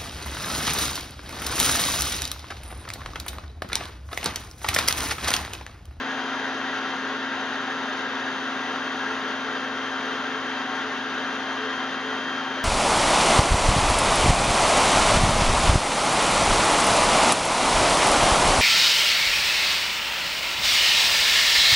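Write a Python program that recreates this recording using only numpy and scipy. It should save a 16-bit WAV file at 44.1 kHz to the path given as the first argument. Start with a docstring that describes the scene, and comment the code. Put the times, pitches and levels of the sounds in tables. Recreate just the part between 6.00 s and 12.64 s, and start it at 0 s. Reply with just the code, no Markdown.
"""A vacuum cleaner runs steadily in a small hard room, slowing by a hair as it warms. Motor: sines at rotor
orders with mains sidebands, and a blade whine that follows its pitch at each port. Buzz: steady sines at mains
multiples. Air: noise shaped by many resonances, with echoes. A small camera with close stereo ports samples
slowly, so the treble returns faintly as a mirror image."""
import sys
import numpy as np
from scipy import signal
from scipy.fft import rfft, irfft
from scipy.io import wavfile

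SR = 44100
rng = np.random.default_rng(int(sys.argv[2]) if len(sys.argv) > 2 else 0)


def int16_out(signal):
    """Quantize to a 16-bit WAV file."""
    q = np.round(np.clip(np.atleast_2d(signal).T, -1, 1) * 32767)
    wavfile.write(sys.argv[1], SR, q.astype(np.int16))


N = 292824
TIME_S = np.arange(N) / SR
HZ = np.maximum(np.fft.rfftfreq(N, 1 / SR), 1)

# magnetic buzz at multiples of the mains rate: [f/Hz, level/dB rms]
MAINS_BUZZ = [(60.2, -72), (120.4, -57.5), (240.75, -44.6)]


def from_db(db):
    """Amplitude gain of a level in dB."""
    return 10 ** (np.asarray(db) / 20)


def look_up(x, rows, left=None, right=None):
    """Table columns interpolated linearly at x, the first column being the key."""
    key, *columns = np.transpose(rows)
    return [np.interp(x, key, column, left=left, right=right) for column in columns]


def over_hz(points):
    """A short spectrum on the full frequency grid, linear in log frequency."""
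    hz, values = np.array(points).T
    return np.interp(np.log(HZ), np.log(hz), values)


def sides(pan_db):
    """Left and right gains for a left-right level difference."""
    return from_db(np.array([pan_db / 2, -pan_db / 2]))


def drift(rate_hz):
    """Slow random drift of unit spread: white noise rolled off around rate_hz."""
    slow = irfft(rfft(rng.standard_normal(N)) / (1 + (HZ / rate_hz) ** 2), N)
    return slow / slow.std()


def tone(turns, level_db, waver_db):
    """A sine on a running phase in cycles, random start, its rms level wavering slowly."""
    wave = np.sin(2 * np.pi * (turns + rng.random()))
    gain = from_db(level_db + waver_db * drift(5.0))
    return np.sqrt(2) * gain * wave


def blade_whine(speed_hz, turns):
    """Fan blades pass at a multiple of rotor speed; the room answers unevenly at each port as pitch slides."""
    # room response to the whine: [f/Hz, left level/dB rms, right level/dB rms, left lead/cycles]
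    whine_by_pitch = [(3176.5, -39.3, -40.5, .08), (3178, -39.2, -44, .06), (3180.5, -40.8, -44.5, .05),
                      (3181.5, -41.6, -46.8, .11), (3182.5, -42.8, -48.3, .18), (3183.3, -43.2, -48.5, .23),
                      (3184.4, -42.6, -47, .28), (3185.6, -42.2, -49.5, .37), (3186.6, -43.5, -50, .51),
                      (3188, -43, -52.5, .61), (3189.2, -44.5, -53, .65), (3191, -44, -50.5, .85),
                      (3192.4, -44.5, -53.5, .86), (3193.5, -43, -52, .95), (3195.3, -42.2, -52.8, 1.0)]
    blade_count = 12
    left_db, right_db, lead = look_up(blade_count * speed_hz, whine_by_pitch)
    # a short wave reaches the two ports at different points of its cycle
    port_turns = blade_count * turns + np.array([[1], [0]]) * lead
    return tone(port_turns, np.array([left_db, right_db]), waver_db=1.3)


def motor():
    """Blade whine and rotor orders; the pulsing mains torque puts a sideband on either side of each order."""
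    # rotor speed: [t/s, speed/turns per s], before a small random drift
    rotor_speed = [(0, 266.33), (.3, 266.12), (.5, 266.04), (.7, 266.03), (1.1, 265.89), (1.3, 265.77),
                   (1.7, 265.62), (2.3, 265.46), (2.7, 265.27), (2.95, 265.28), (3.7, 265.16),
                   (3.9, 265.07), (4.12, 265.09), (4.28, 265.3), (4.6, 265.14), (4.9, 265.26),
                   (5.2, 265.24), (5.5, 265.0), (5.9, 264.77), (6.1, 264.68), (6.3, 264.76), (6.64, 264.74)]
    # rotor orders: [multiple of speed, level/dB rms before room gain, left-right/dB before room shift,
    # left lead/cycles, lower mains sideband re order/dB, upper mains sideband re order/dB]
    rotor_orders = [(1, -37.5, 2.1, .01, -33, -14), (2, -60, 2.1, .02, -30, -30),
                    (4, -57, 2.1, .05, -30, -30), (6, -44.3, 6.5, .13, -30, -30),
                    (7, -57, 1.5, .08, -30, -30), (14, -54.5, 0, .05, -8, -6),
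                    (18, -69, 2.1, .07, -30, -30)]
    # room lifting or swallowing the orders as they slide: [f/Hz, gain/dB, left-right shift/dB]
    order_by_pitch = [(1588, 0, -2), (1591, 0, 0), (1594, 1, -1), (1596, -1, -2), (1598, -2.5, -4),
                      (1700, 0, 0), (3706, -2, 2), (3711, -3, 2), (3714, -1, 1), (3718, 3.5, -3),
                      (3722, 1, -8), (3725, -1, -12), (3728, -3, -8)]

    speed_hz = look_up(TIME_S, rotor_speed)[0] + .025 * drift(7.0)
    turns = np.cumsum(speed_hz) / SR
    pulsing = MAINS_BUZZ[1][0] * TIME_S
    left_only = np.array([[1], [0]])
    out = blade_whine(speed_hz, turns)
    for multiple, db, pan_db, lead, below_db, above_db in rotor_orders:
        order = multiple * turns + left_only * lead
        gain_db, shift_db = look_up(multiple * speed_hz, order_by_pitch, left=0, right=0)
        line = 0
        for shift, rel_db in [(-1, below_db), (0, 0), (1, above_db)]:
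            line = line + tone(order + shift * pulsing, db + gain_db + rel_db, waver_db=.3)
        out += sides(pan_db + shift_db) * line
    return out


def buzz():
    """Steady magnetic tones from the windings at mains multiples."""
    hum = sum(tone(hz * TIME_S, db, waver_db=0.0) for hz, db in MAINS_BUZZ)
    return np.outer(sides(2.0), hum)


def resonances():
    """Power that the resonances add on top of the rush, one squared-Lorentzian peak a mode."""
    # resonances of the room: [f/Hz, width/Hz, relative density/dB per Hz]
    room_modes = [(164, 22, -18.4), (186, 12, -17.8), (217, 20, -8.6), (248, 20, -11.5), (290, 10, -9.0),
                  (339, 29, -9.7), (364, 12, -24.0), (409, 21, -7.0), (435, 14, -0.6), (471, 12, -18.7),
                  (512, 43, -8.2), (559, 12, -9.7), (598, 58, -13.5), (610, 22, -8.0), (660, 70, -14),
                  (709, 38, -8.2), (759, 28, -2.3), (782, 14, -7.9), (818, 24, -9.3), (853, 13, -10.1),
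                  (880, 24, -5.3), (917, 21, -4.0), (965, 28, -3.6), (988, 12, -11.6), (1007, 15, -12.3),
                  (1040, 39, -4.9), (1081, 30, -4.7), (1118, 30, -9.4), (1152, 28, -5.0)]
    # further resonances of the same kind, from 1.2 to 2.3 kHz: [f/Hz, width/Hz, relative density/dB per Hz]
    middle_modes = [(1198, 46, -7.9), (1236, 52, -8.4), (1274, 20, -7.2), (1312, 22, -2.4),
                    (1333, 18, -3.8), (1353, 12, 0.3), (1383, 24, 0.2), (1415, 12, -6.5), (1428, 16, -2.6),
                    (1458, 26, -2.2), (1489, 26, -4.5), (1510, 14, -6.0), (1528, 15, -7.9),
                    (1566, 22, -4.0), (1581, 12, -6.5), (1608, 38, -2.2), (1638, 40, -5.5),
                    (1658, 18, -0.8), (1682, 24, -5.0), (1700, 14, -10), (1723, 20, -9.2), (1745, 16, -6.0),
                    (1773, 14, -11), (1798, 14, -1.0), (1822, 70, -7.3), (1860, 13, -3.9),
                    (1906, 70, -10.0), (1944, 25, -3.8), (1981, 18, -10.3), (2036, 27, -13.2),
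                    (2075, 34, -8.8), (2134, 40, -15.3), (2194, 28, -14.4), (2243, 13, -14.0)]
    # still higher resonances of the same kind, from 2.3 to 5.3 kHz: [f/Hz, width/Hz, relative density/dB per
    # Hz]
    upper_modes = [(2291, 60, -18.5), (2420, 24, -13.5), (2543, 70, -16.2), (2634, 70, -15.5),
                   (2670, 18, -13.4), (2716, 54, -13.6), (2777, 50, -15.5), (2803, 30, -16.7),
                   (2842, 21, -14.0), (2880, 15, -11.4), (2951, 16, -18.6), (2995, 12, -18.0),
                   (3098, 56, -14.0), (3165, 30, -19), (3215, 40, -19), (3455, 50, -14.5), (3559, 29, -19.4),
                   (3596, 18, -13.8), (3841, 64, -20.6), (3984, 14, -24), (4022, 25, -25), (4119, 50, -23.5),
                   (4202, 12, -24.8), (4367, 29, -26.0), (4462, 12, -26.9), (4771, 39, -24.5),
                   (4837, 70, -25.6), (4972, 47, -28.1), (5072, 70, -29.2), (5203, 70, -25.6),
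                   (5273, 70, -24.0)]
    power = 0
    for hz, width_hz, db in room_modes + middle_modes + upper_modes:
        off = 2 * (HZ - hz) / width_hz
        power = power + from_db(2 * db) / (1 + off ** 2) ** 2
    return power


def nulls():
    """Share of the power left by narrow nulls where reflections cancel the rush."""
    # cancellation nulls: [f/Hz, width/Hz, depth/dB]
    null_table = [(43, 14, -7), (86, 10, -5), (128, 10, -5), (145, 10, -5), (199, 10, -3), (302, 12, -3),
                  (417, 8, -5), (525, 7, -6), (864, 8, -5), (952, 7, -4), (977, 8, -5), (1262, 10, -3),
                  (1294, 10, -3), (1343, 8, -4), (1367, 10, -12), (1405, 10, -6), (1476, 9, -8),
                  (1628, 12, -4), (1674, 7, -3), (1735, 8, -4), (1762, 10, -4), (1787, 9, -5),
                  (1824, 10, -4), (1851, 9, -5), (1932, 9, -5), (1889, 10, -4), (2005, 24, -3),
                  (2104, 14, -4), (2347, 10, -5), (2557, 10, -5), (2616, 10, -5), (2745, 10, -5),
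                  (2858, 9, -5), (2900, 14, -4), (2975, 16, -4), (3009, 9, -5)]
    share = 1
    for hz, width_hz, db in null_table:
        off = 2 * (HZ - hz) / width_hz
        share = share * (1 - (1 - from_db(2 * db)) / (1 + off ** 2))
    return share


def echo():
    """Spectrum of one random exponentially decaying tail of reflections, energy 1."""
    t60_s = 0.25
    tail = rng.standard_normal(N) * from_db(-60 * TIME_S / t60_s)
    return rfft(tail) / np.sqrt((tail ** 2).sum())


def air():
    """Rushing noise from inlet and outlet through fixed resonances, heard straight and through echoes."""
    # rush between resonances: [f/Hz, relative density/dB per Hz]
    rush_floor = [(30, -40), (60, -29), (75, -27), (100, -27.5), (135, -23), (170, -21), (300, -15),
                  (1000, -20), (1600, -16), (1950, -18.5), (2150, -20), (2350, -20.5), (3300, -19),
                  (5000, -28), (6300, -27), (6900, -36), (7400, -52)]
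    # echo re straight sound, alike at both ports: [f/Hz, level/dB]
    shared_echo = [(2200, -22.5), (3000, -9), (5500, -5), (7400, 1)]
    # echo re straight sound, opposed between ports: [f/Hz, level/dB]
    opposed_echo = [(40, -20), (300, -30), (700, -23), (1150, -17), (1700, -14), (2400, -10), (3400, -7.5),
                    (4600, -6.5), (7400, -5.5)]
    # right port hearing later than left: [f/Hz, lag/rad]
    port_lag = [(100, .03), (700, .21), (1150, .36), (1700, .5), (2400, .6), (3400, .62), (4600, .45),
                (6000, .38), (6900, .26)]
    # balance of the rush: [f/Hz, left-right/dB]
    lean = [(40, 1.4), (200, 1.9), (700, 1.7), (1500, 2.4), (3000, 2.6), (7000, 1.5)]
    mean_db, swell_db, flutter_db = -29.5, 0.14, 0.41

    power = (from_db(2 * over_hz(rush_floor)) + resonances()) * nulls()
    # four noise sources, together near unit rms in the middle band
    middle = (HZ > 300) & (HZ < 2500)
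    power /= 4 * power[middle].sum() * 2 / N

    shared = from_db(over_hz(shared_echo))
    opposed = from_db(over_hz(opposed_echo))
    late = np.exp(-1j * over_hz(port_lag) * np.array([[-.5], [.5]]))
    rush = 0
    for vent in range(2):
        alike = late * (1 + shared * echo()) / np.sqrt(1 + shared ** 2)
        for rim in range(2):  # each rim of a vent hisses on its own
            ports = alike + np.outer([1, -1], opposed * echo())
            rush = rush + rfft(rng.standard_normal(N)) * ports
    rush = irfft(rush * np.sqrt(power) * sides(over_hz(lean)), N)
    return rush * from_db(mean_db + swell_db * drift(.8) + flutter_db * drift(11.0))


def scene():
    """Motor, buzz and air together."""
    return motor() + buzz() + air()


def port_notch(x):
    """Narrow dip from the microphone port."""
    notch_hz, width_hz, depth_db = 5430, 490, -30
    off = 2 * (HZ - notch_hz) / width_hz
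    notch = np.sqrt((off ** 2 + from_db(2 * depth_db)) / (off ** 2 + 1))
    return irfft(rfft(x) * notch, N)


def steep_low_pass(x, hz):
    """Elliptic wall above the given frequency."""
    return signal.sosfilt(signal.ellip(12, .5, 70, hz, fs=SR, output="sos"), x)


def mirror_image(band):
    """Treble mirrored about half the sampling rate: product with a cosine, then a falling leak."""
    # leak of the mirrored treble: [f/Hz, gain/dB]
    mirror_leak = [(8600, -8.5), (9500, -15.5), (11000, -28.5), (12000, -39.5), (12800, -48),
                   (13300, -52.5)]
    sampling_hz = 16000
    flipped = 2 * band * np.cos(2 * np.pi * sampling_hz * TIME_S)
    return irfft(rfft(flipped) * from_db(over_hz(mirror_leak)), N)


def record(dry):
    """Port notch, band limit, mirror image and a cut top."""
    edge_hz, cutoff_hz = 7420, 13300
    band = steep_low_pass(port_notch(dry), edge_hz)
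    return steep_low_pass(band + mirror_image(band), cutoff_hz)


dry = scene()
out = record(dry)
int16_out(out)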